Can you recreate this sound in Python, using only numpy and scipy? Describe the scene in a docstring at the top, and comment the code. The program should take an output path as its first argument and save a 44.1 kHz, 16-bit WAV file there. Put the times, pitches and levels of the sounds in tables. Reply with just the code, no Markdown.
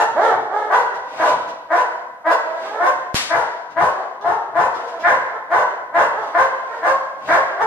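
"""A large dog barks fast in a hard-walled training room while a second dog answers from farther off.
A whip cracks once close to the microphones, and the gain drops on each side and recovers after a hold.
Voices are pulse trains and breath noise through throat and mouth filters; the crack is one shock pulse.
Paws, the swung whip and a low rumble are swells of filtered noise, over hum and hiss.
Echoes and a decaying tail make the room."""
import sys
import numpy as np
from scipy import signal
from scipy.fft import rfft, irfft, next_fast_len
from scipy.io import wavfile
from scipy.ndimage import uniform_filter1d, minimum_filter1d

SR = 44100
rng = np.random.default_rng(int(sys.argv[2]) if len(sys.argv) > 2 else 0)


def materialize(psi):
    """Save the field psi as 16-bit PCM at rate SR to the path in sys.argv[1].

    A 1-D psi becomes a single channel; in a 2-D psi each row is a channel.
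    """
    bounded = np.clip(np.atleast_2d(psi).T, -1, 1)
    quanta = np.round(bounded * 32767).astype(np.int16)
    wavfile.write(sys.argv[1], SR, quanta)


N = 337806

# Levels of the sources are relative: room, stereo width and recorder act on them later.
# whip shock: start_s, level_db, time constant of the pressure pulse decay_s
SHOCK = (3.1443, 7.8, 0.000058)


def gain_of(db):
    """Decibels are twenty times the logarithm of an amplitude ratio."""
    return 10 ** (np.asarray(db) / 20)


def evened(x):
    """Normalization: equal mean power, with rms 1."""
    return x / np.sqrt(np.mean(x ** 2) + 1e-20)


def read(points, hz):
    """Logarithmic frequency: a spectrum is interpolated along equal pitch ratios."""
    point_hz, value = np.transpose(points)
    return np.interp(np.log(hz + 1), np.log(point_hz + 1), value)


def add(mix, start_s, sound):
    """Superposition: a sound is summed into the mix from a given time."""
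    part = mix[round(start_s * SR):][:len(sound)]
    part += sound[:len(part)]


def coloured(x, points, size=2048):
    """Minimum-phase filter: the phase is the Hilbert transform of the log gain, so it is causal."""
    hz = abs(np.fft.fftfreq(size, 1 / SR))
    log_gain = np.log(gain_of(read(points, hz)))
    response = np.exp(np.conj(signal.hilbert(log_gain)))
    taps = np.fft.ifft(response).real
    return signal.oaconvolve(x, taps)[:len(x)]


def room(x, direct_db, walls_db, tail_db, side, build_s):
    """Reverberation: direct sound, wall echoes and a diffuse decaying tail, as mid and side."""
    # late decay: frequency_hz, t60_s
    late_decay = [(100, 1.1), (300, 1.11), (1000, 1.06), (2500, 0.98), (5000, 0.91), (8000, 0.7),
                  (14000, 0.27)]
    # first reflections: delay_s, level_db, side share from -1.2 to 0.93
    reflections = [(.0042, -10.5, .4), (.0085, -8.5, -1.2), (.0117, -5.5, 0.93), (.019, -5.5, -0.33),
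                   (0.025, -1, 0.12), (.03, -7, -0.15)]
    taps = np.zeros((2, SR * 3 // 2))
    # sparse random signs: one pulse in every 20 samples
    at = np.arange(120, taps.shape[1] - 20, 20)
    at = at + rng.integers(0, 20, (2, len(at)))
    np.put_along_axis(taps, at, rng.choice([-1., 1.], at.shape), 1)

    hz, t, spectrum = signal.stft(taps, SR, nperseg=256)
    thickening = 1 - np.exp(-t / build_s)
    early_excess = 1 + 2.6 * np.exp(-t / 0.043)  # near surfaces fade first
    decay = gain_of(-60 * t / read(late_decay, hz)[:, None])
    tail = signal.istft(spectrum * thickening * early_excess * decay, SR, nperseg=256)[1]
    tail *= gain_of(tail_db) / np.linalg.norm(tail[0])

    tail[:, 0] += gain_of(direct_db) * np.array([1, side])
    for delay_s, level_db, share in reflections:
        tail[:, round(delay_s * SR)] += gain_of(walls_db + level_db) * np.array([1, share])
    return signal.fftconvolve(x[None], tail, axes=1)[:, :N]


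def room_air():
    """Stationary noise: room hum and hiss, independent in mid and side."""
    # frequency_hz, level_db
    air_colour = [(40, -13.5), (120, -3.5), (300, 5), (1000, -10), (4000, -17), (9000, -20), (14000, -23)]
    noise = rng.standard_normal((2, N))
    return gain_of(-67.5) * np.array([evened(coloured(v, air_colour)) for v in noise])


def low_rumble():
    """Modulated noise: a low rumble that swells and dies, often along with the barks."""
    # swells: peak_s, level_db
    rumble_swells = [(0.16, -52), (0.36, -50), (0.79, -55.5), (1.198, -58), (1.351, -50), (1.8, -61.5),
                     (2.922, -54.5), (3.379, -52), (3.812, -47), (4.29, -50.5), (4.611, -46), (5.129, -47),
                     (5.588, -55), (6.029, -47.5), (6.452, -60.5), (6.908, -55), (7.332, -45.5)]
    # frequency_hz, level_db
    rumble_colour = [(40, -42.5), (90, -15.5), (130, -3), (200, -8.5), (300, -3), (1000, -86)]
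    rise_db_per_s, fall_db_per_s = 197.5, 121.5
    peak_s, level_db = np.transpose(rumble_swells)[:, :, None]
    late_s = np.arange(N) / SR - peak_s
    slope_db = np.minimum(rise_db_per_s * late_s, -fall_db_per_s * late_s)
    swell = gain_of((level_db + slope_db).max(0))  # the loudest swell sets the level
    noise = rng.standard_normal((2, N))
    return swell * np.array([evened(coloured(v, rumble_colour)) for v in noise])


def paws():
    """Friction noise: paws and claws on the wooden stand give short scratches that swell and die."""
    # taps: start_s, level_db at the peak, time to the peak peak_s
    scratches = [(0.941, -44, 0.0034), (1.476, -44, 0.0055), (3.596, -62, 0.011), (3.693, -53, 0.0089),
                 (4.211, -43, 0.0013), (4.736, -42.5, 0.0083), (4.869, -45.5, 0.0066), (4.991, -45, 0.0084),
                 (6.216, -46.5, 0.0053)]
    # frequency_hz, level_db
    wood_colour = [(100, -14.5), (300, 0.5), (2000, -4.5), (3500, -5), (6000, -10.5), (13000, -31.5)]
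    out, t = np.zeros(N), np.arange(4000) / SR
    for start_s, level_db, peak_s in scratches:
        scratch = evened(coloured(rng.standard_normal(len(t)), wood_colour))
        swell = np.e * t / peak_s * np.exp(-t / peak_s)
        add(out, start_s, gain_of(level_db) * scratch * swell)
    return out


def whip_swishes():
    """Turbulence: air swishing round whip and cloth is noise that swells to a peak and fades."""
    # swishes: peak_s, level_db, rise_s, fall_s
    swishes = [(1.281, -38, 0.22, 0.071), (2.64, -51.5, 0.25, 0.29), (4.8, -57, 0.44, 0.71),
               (6.26, -56, 0.059, 0.15), (6.78, -59, 0.55, .08), (7.332, -35.5, 0.11, 0.034)]
    # frequency_hz, level_db
    swish_colour = [(100, -22.5), (600, 11), (2500, -1.5), (3500, -4.5), (5000, -9), (8000, -15.5),
                    (13000, -29.5)]
    edge_db = -24  # below the peak where rise and fall end
    swell, t = np.zeros(N), np.arange(N) / SR
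    for peak_s, level_db, rise_s, fall_s in swishes:
        away = np.maximum((peak_s - t) / rise_s, (t - peak_s) / fall_s)
        swell += gain_of(level_db + edge_db * away)
    return swell * evened(coloured(rng.standard_normal(N), swish_colour))


def whip_crack():
    """Shock wave: a pressure jump that falls through zero, after two faint clicks just before it."""
    # frequency_hz, level_db
    shock_colour = [(60, -12.5), (500, -1), (2000, -0.5), (5000, -1.5), (8000, -4), (11000, -6.5),
                    (13000, -12), (15000, -28)]
    # clicks: lead before the shock lead_s, gain before differencing relative to the shock gain_db
    clicks = [(0.0058, -20.5), (0.0034, -27.5)]
    start_s, level_db, decay_s = SHOCK
    u = np.arange(400) / SR / decay_s
    pulse = (1 - u) * np.exp(-u)
    out = np.zeros(N)
    add(out, start_s, gain_of(level_db) * pulse)
    for lead_s, gain_db in clicks:
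        add(out, start_s - lead_s, gain_of(level_db + gain_db) * np.diff(pulse))
    return coloured(out, shock_colour)


def membrane_thump():
    """Damped oscillation: the blast pushes the microphone membrane in and it swings back."""
    # level_db, frequency_hz, t60_s
    swing = (-10.5, 87, 0.014)
    level_db, hz, t60_s = swing
    t, out = np.arange(4000) / SR, np.zeros(N)
    decay = gain_of(level_db - 60 * t / t60_s)
    attack = np.minimum(t / 0.00073, 1)
    add(out, SHOCK[0], -decay * np.sin(2 * np.pi * hz * t + 1.83) * attack)
    return out


def voice(calls, throat, rasp, jitter, rasp_growth):
    """Source and filter: vocal-fold pulses and a puff of breath each cycle pass throat and mouth."""
    # the front of the mouth, which rings more as the jaws open: frequency_hz, level_db
    mouth = [(600, -37.5), (1200, -20), (1450, -5.5), (1750, -6), (2100, -13.5), (2350, -19), (2700, -37.5),
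             (14000, -76.5)]
    rasp_voiced, rasp_breath = .5, .8  # shares in the rasp
    out = np.zeros(N)
    for corners in calls:
        corner_s, *columns = np.transpose(corners)
        t = np.arange(max(corner_s[0] - .018, 0), corner_s[-1], 1 / SR)
        effort_db, hz, rough, jaws_db = (np.interp(t, corner_s, c) for c in columns)
        rough = np.clip(rough, 0, 1)

        wobble = evened(uniform_filter1d(rng.standard_normal(len(t)), size=130))
        turns = np.cumsum(hz * (1 + jitter * rough * wobble)) / SR
        folds = np.cos(2 * np.pi * np.arange(1, 16)[:, None] * turns).sum(0)  # 15 harmonics
        puffs = evened((0.37 + np.exp(-(turns % 1) / 0.32)) * rng.standard_normal(len(t)))
        # shimmer: uneven strength of the beats
        unevenness = evened(uniform_filter1d(rng.standard_normal(len(t)), size=200))
        shimmer = 1 + 1.8 * rough * unevenness
        drive = (1 - rough) * shimmer * evened(folds) + rough * puffs

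        sound = coloured(drive, throat) - gain_of(jaws_db) * coloured(drive, mouth)
        # the rasp grows faster than the voice with effort
        rasp_gain = gain_of(rasp_growth * (effort_db + 14.0))
        sound += rasp_gain * coloured(rasp_voiced * drive + rasp_breath * puffs, rasp)
        soft_start = np.clip((t - corner_s[0] + 0.02) / 0.029, 0, 1) ** 2
        close = np.clip((corner_s[-1] - t) / 0.0068, 0, 1)
        add(out, t[0], gain_of(effort_db + 2.0) * sound * soft_start * close)
    return out


def answer(start_s, peak_s, length_s, effort_db, first_hz, peak_hz, last_hz, jaw_db):
    """Effort contour: corners of a call that swells and fades: time_s, effort_db, pitch_hz, rough, jaw_db."""
    glide_up, glide_down = .65, 0.35  # share of each glide done halfway
    rough_ends, rough_peak = .15, .27
    s = start_s + np.array([0, peak_s / 2, peak_s, (peak_s + length_s) / 2, length_s])
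    under_db = np.array([-12.5, -5.5, 0, -5.5, -11.5])  # under the peak
    hz = [first_hz, first_hz + glide_up * (peak_hz - first_hz), peak_hz,
          peak_hz + glide_down * (last_hz - peak_hz), last_hz]
    rough = [rough_ends] + [rough_peak] * 3 + [rough_ends]
    return np.transpose([s, effort_db + under_db, hz, rough, jaw_db + 0 * s])


def far_dog():
    """Phonation at lower effort: the second dog's calls swell, glide in pitch and fade."""
    # calls: start_s, peak_after_s, length_s, effort_db, first_hz, peak_hz, last_hz, jaw_opening_db
    answers = [ (0.163, 0.088, 0.19, -7.5, 276.3, 468.4, 348, -7),
               (0.49, 0.085, 0.27, -18, 345.4, 425.2, 433.6, -9.5),
               (2.429, 0.093, 0.24, -31, 305.8, 327.3, 319.4, -7),
               (2.636, 0.14, 0.26, -22.5, 375.2, 443.5, 440, -6.5),
               (3.966, 0.017, 0.11, -24.5, 376, 384.2, 365.5, -26),
               (4.206, 0.059, 0.23, -20, 401.3, 438.5, 396.7, -12),
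               (4.775, 0.039, 0.19, -27.5, 425.6, 470.3, 486, -17),
               (4.903, 0.05, 0.12, -31, 339.4, 335, 286, -6.5),
               (5.324, 0.037, 0.055, -24.5, 442, 436, 436, -15),
               (6.138, 0.054, 0.15, -23.5, 366, 445, 394, -13),
               (6.681, 0.06, .14, -27, 439, 462, 443, -0.5), (7.48, 0.096, 0.13, -30, 406.5, 392, 405, -5),
               ]
    # throat and open mouth: frequency_hz, level_db
    far_throat = [(100, -49.5), (280, -16), (430, -12.5), (620, 3.5), (850, -3.5), (1300, -9), (1800, -30),
                  (2400, -42.5), (14000, -84.5)]
    # rasp: frequency_hz, level_db
    far_rasp = [(1000, -51), (2500, -32), (3500, -28), (4500, -36), (6500, -37.5), (10000, -45),
                (14000, -63.5)]
    calls = [answer(*row) for row in answers]
    return voice(calls, far_throat, far_rasp, jitter=0.079, rasp_growth=0.31)


def bark(start_s, break_s, length_s, low_hz, high_hz, low_db, high_db, late_db, jaw_db, late_jaw_db):
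    """Register break: corners of a bark that jumps in pitch: time_s, effort_db, pitch_hz, rough, jaw_db."""
    onset_s, jump_s, close_s = 0.0181, .018, .025
    # pitch shares: up into the onset, up in each register, down at the close
    scoop, low_climb, high_climb, drop = 0.0761, 0.036, 0.0329, 0.12
    onset_db, low_swell_db, close_db = -7.5, 1.5, -9.5
    rough_low, rough_break, rough_high, rough_close = .3, .27, .34, .5
    jaw_sink_db, jaw_shut_db = -7.5, -5  # jaws narrower than just after the break
    end_s = start_s + length_s
    return [(start_s, low_db + onset_db, low_hz * (1 - scoop), rough_low, jaw_db),
            (start_s + onset_s, low_db, low_hz, rough_low, jaw_db),
            (start_s + max(break_s, onset_s), low_db + low_swell_db, low_hz * (1 + low_climb),
             rough_break, jaw_db),
            (start_s + break_s + jump_s, high_db, high_hz, rough_break, late_jaw_db),
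            (end_s - close_s, late_db, high_hz * (1 + high_climb), rough_high,
             late_jaw_db + jaw_sink_db),
            (end_s, late_db + close_db, high_hz * (1 - drop), rough_close, late_jaw_db + jaw_shut_db)]


def near_dog():
    """Phonation at high effort: each bark of the large dog breaks upward into a higher register."""
    # barks: start_s, break_after_s, length_s, low_pitch_hz, high_pitch_hz, effort_before_break_db,
    # effort_after_break_db, effort_before_close_db, jaw_before_break_db, jaw_after_break_db
    barks = [ (-0.06, 0.044, 0.095, 440, 453, -18, -1.5, -6.5, -9.5, -2),
             (0.701, 0.026, 0.13, 378.6, 487.4, -11.5, -7, -14.5, 0, -6),
             (1.189, 0.033, 0.14, 335.5, 503.5, -14.5, -7.5, -12, 1.5, -15.5),
             (1.703, 0.044, 0.13, 341.8, 502, -13.5, -8.5, -12, 0.5, -8),
             (2.252, 0.044, 0.098, 335.1, 501.5, -14, -2.5, -12, 0, -6.5),
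             (2.796, 0.056, 0.12, 352.4, 517.5, -14.5, -4.5, -16, -1.5, -4),
             (3.298, 0.039, 0.14, 335.1, 483.1, -13, -9, -13, 5, -5),
             (3.765, .04, 0.14, 344, 507, -12, -5.5, -11.5, 0.5, -19),
             (4.245, 0.039, 0.1, 346.5, 453.6, -14, -14.5, -12.5, -6.5, -19),
             (4.547, 0.037, .13, 341.2, 500, -12.5, -7.5, -12.5, -2.5, -13),
             (5.037, .035, 0.12, 359.7, 508.3, -12, -8, -12.5, 10, -3),
             (5.501, .03, .13, 347.9, 501.2, -14, -10, -12.5, 1, -3),
             (5.939, 0.037, 0.11, 344.4, 523.7, -12, -8, -9, 3, -2.5),
             (6.337, .035, 0.12, 339.2, 526.5, -15, -6.5, -11.5, 2.5, -2),
             (6.822, 0.032, 0.11, 341.5, 523.4, -14.5, -8, -11, 3, -4.5),
             (7.282, 0.055, 0.12, 334.5, 522, -13, -10, -11.5, 6.5, -4),
             (7.582, 0.023, 0.05, 377.5, 496, -17, -8.5, -14.5, -2, -9), ]
    # throat and open mouth: frequency_hz, level_db
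    near_throat = [(100, -39.5), (330, -17.5), (510, -10), (620, 2.5), (740, 2.5), (880, -1.5), (1025, 1),
                   (1130, -3), (1260, -5), (1600, -13), (2050, -22), (2500, -61), (14000, -76.5)]
    # rasp: frequency_hz, level_db
    near_rasp = [(1000, -66.5), (2300, -24), (2700, -26), (3200, -29.5), (3900, -32.5), (4700, -34.5),
                 (6500, -35.5), (10000, -41), (12500, -45.5), (14500, -70)]
    calls = [bark(*row) for row in barks]
    return voice(calls, near_throat, near_rasp, jitter=.125, rasp_growth=.5)


def widened(mid_side):
    """Stereo width: where side outweighs mid, in the treble, the two channels are out of phase."""
    # frequency_hz, side minus mid gain level_db
    width_points = [(60, -14.5), (125, -14), (250, -13), (490, -12), (1130, -4), (1700, 0.5), (2600, 4.5),
                    (5500, 6), (9000, 8), (14000, 1.5)]
    size = next_fast_len(N)
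    width = gain_of(read(width_points, np.fft.rfftfreq(size, 1 / SR)))
    share = np.array([np.ones_like(width), width]) / np.sqrt(1 + width ** 2)
    return irfft(rfft(mid_side, size) * share, size)[:, :N]


def scene():
    """Superposition: all sources sum as mid and side, then become left and right."""
    mix = room_air() + low_rumble()
    mix += room(whip_swishes(), direct_db=-7.5, walls_db=-1.5, tail_db=8.5, side=0.32, build_s=0.0051)
    mix += room(whip_crack(), direct_db=-11, walls_db=-7, tail_db=1.5, side=-.5, build_s=.02)
    mix += room(far_dog(), direct_db=1.5, walls_db=-4.0, tail_db=-3.0, side=-.6, build_s=.02)
    mix += room(near_dog() + paws(), direct_db=-6.0, walls_db=-8.5, tail_db=-1.0, side=0.22,
                build_s=0.0032)
    mid, side = widened(mix)
    mid = mid + membrane_thump()
    return np.array([mid + side, mid - side])


def held(over_db, hold_s, db_per_s):
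    """Peak hold: follows a rise at once, holds, and lets go at a steady rate."""
    fall_db = np.arange(N) * db_per_s / SR
    let_go = np.maximum(np.maximum.accumulate(over_db + fall_db, axis=1) - fall_db, 0)
    size = round(hold_s * SR) // 2 * 2 + 1
    return -minimum_filter1d(-let_go, size, axis=1, origin=size // 2)


def power_level(x, size):
    """Short-time power: the running mean square in decibels."""
    return 10 * np.log10(abs(uniform_filter1d(x ** 2, size=size, axis=1)) + 1e-12)


def record(dry):
    """Nonlinear input stage: overload rumble, quick and slow gain control, soft clipping, band limit."""
    # square-law overload, stronger once the crack has shaken the stage: time_s, level_db
    overload = [(0, -37), (3.101, -48.5), (3.3, -4.5), (5.001, -10.5), (7.66, -9)]
    strength = gain_of(np.interp(np.arange(N) / SR, *np.transpose(overload)))
    rumble_band = signal.butter(3, [55, 260], "bandpass", fs=SR, output="sos")
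    rumble = signal.sosfilt(rumble_band, dry.mean(0) ** 2)

    quick_db = 0.39 * held(power_level(dry, 400) + 26.5, hold_s=0.006, db_per_s=70.5)
    treble = signal.sosfilt(signal.butter(6, 4000, "highpass", fs=SR, output="sos"), dry)
    over_db = held(power_level(treble, 2000) + 38, hold_s=1.55, db_per_s=30.)
    slow_db = np.minimum(over_db, [[1.0], [3.5]])  # treble blasts trip a step, deeper on the right
    reduction_db = uniform_filter1d(quick_db + slow_db, size=60, axis=1)
    ducked = dry * gain_of(3.5) / gain_of(reduction_db)

    clipped = 1.763 * np.tanh((ducked + strength * rumble) / 0.85)
    lowpass = signal.firwin(511, 15100, window=("kaiser", 9), fs=SR)  # edge in Hz
    return signal.oaconvolve(clipped, lowpass[None], "same")


dry = scene()
out = record(dry)
materialize(out)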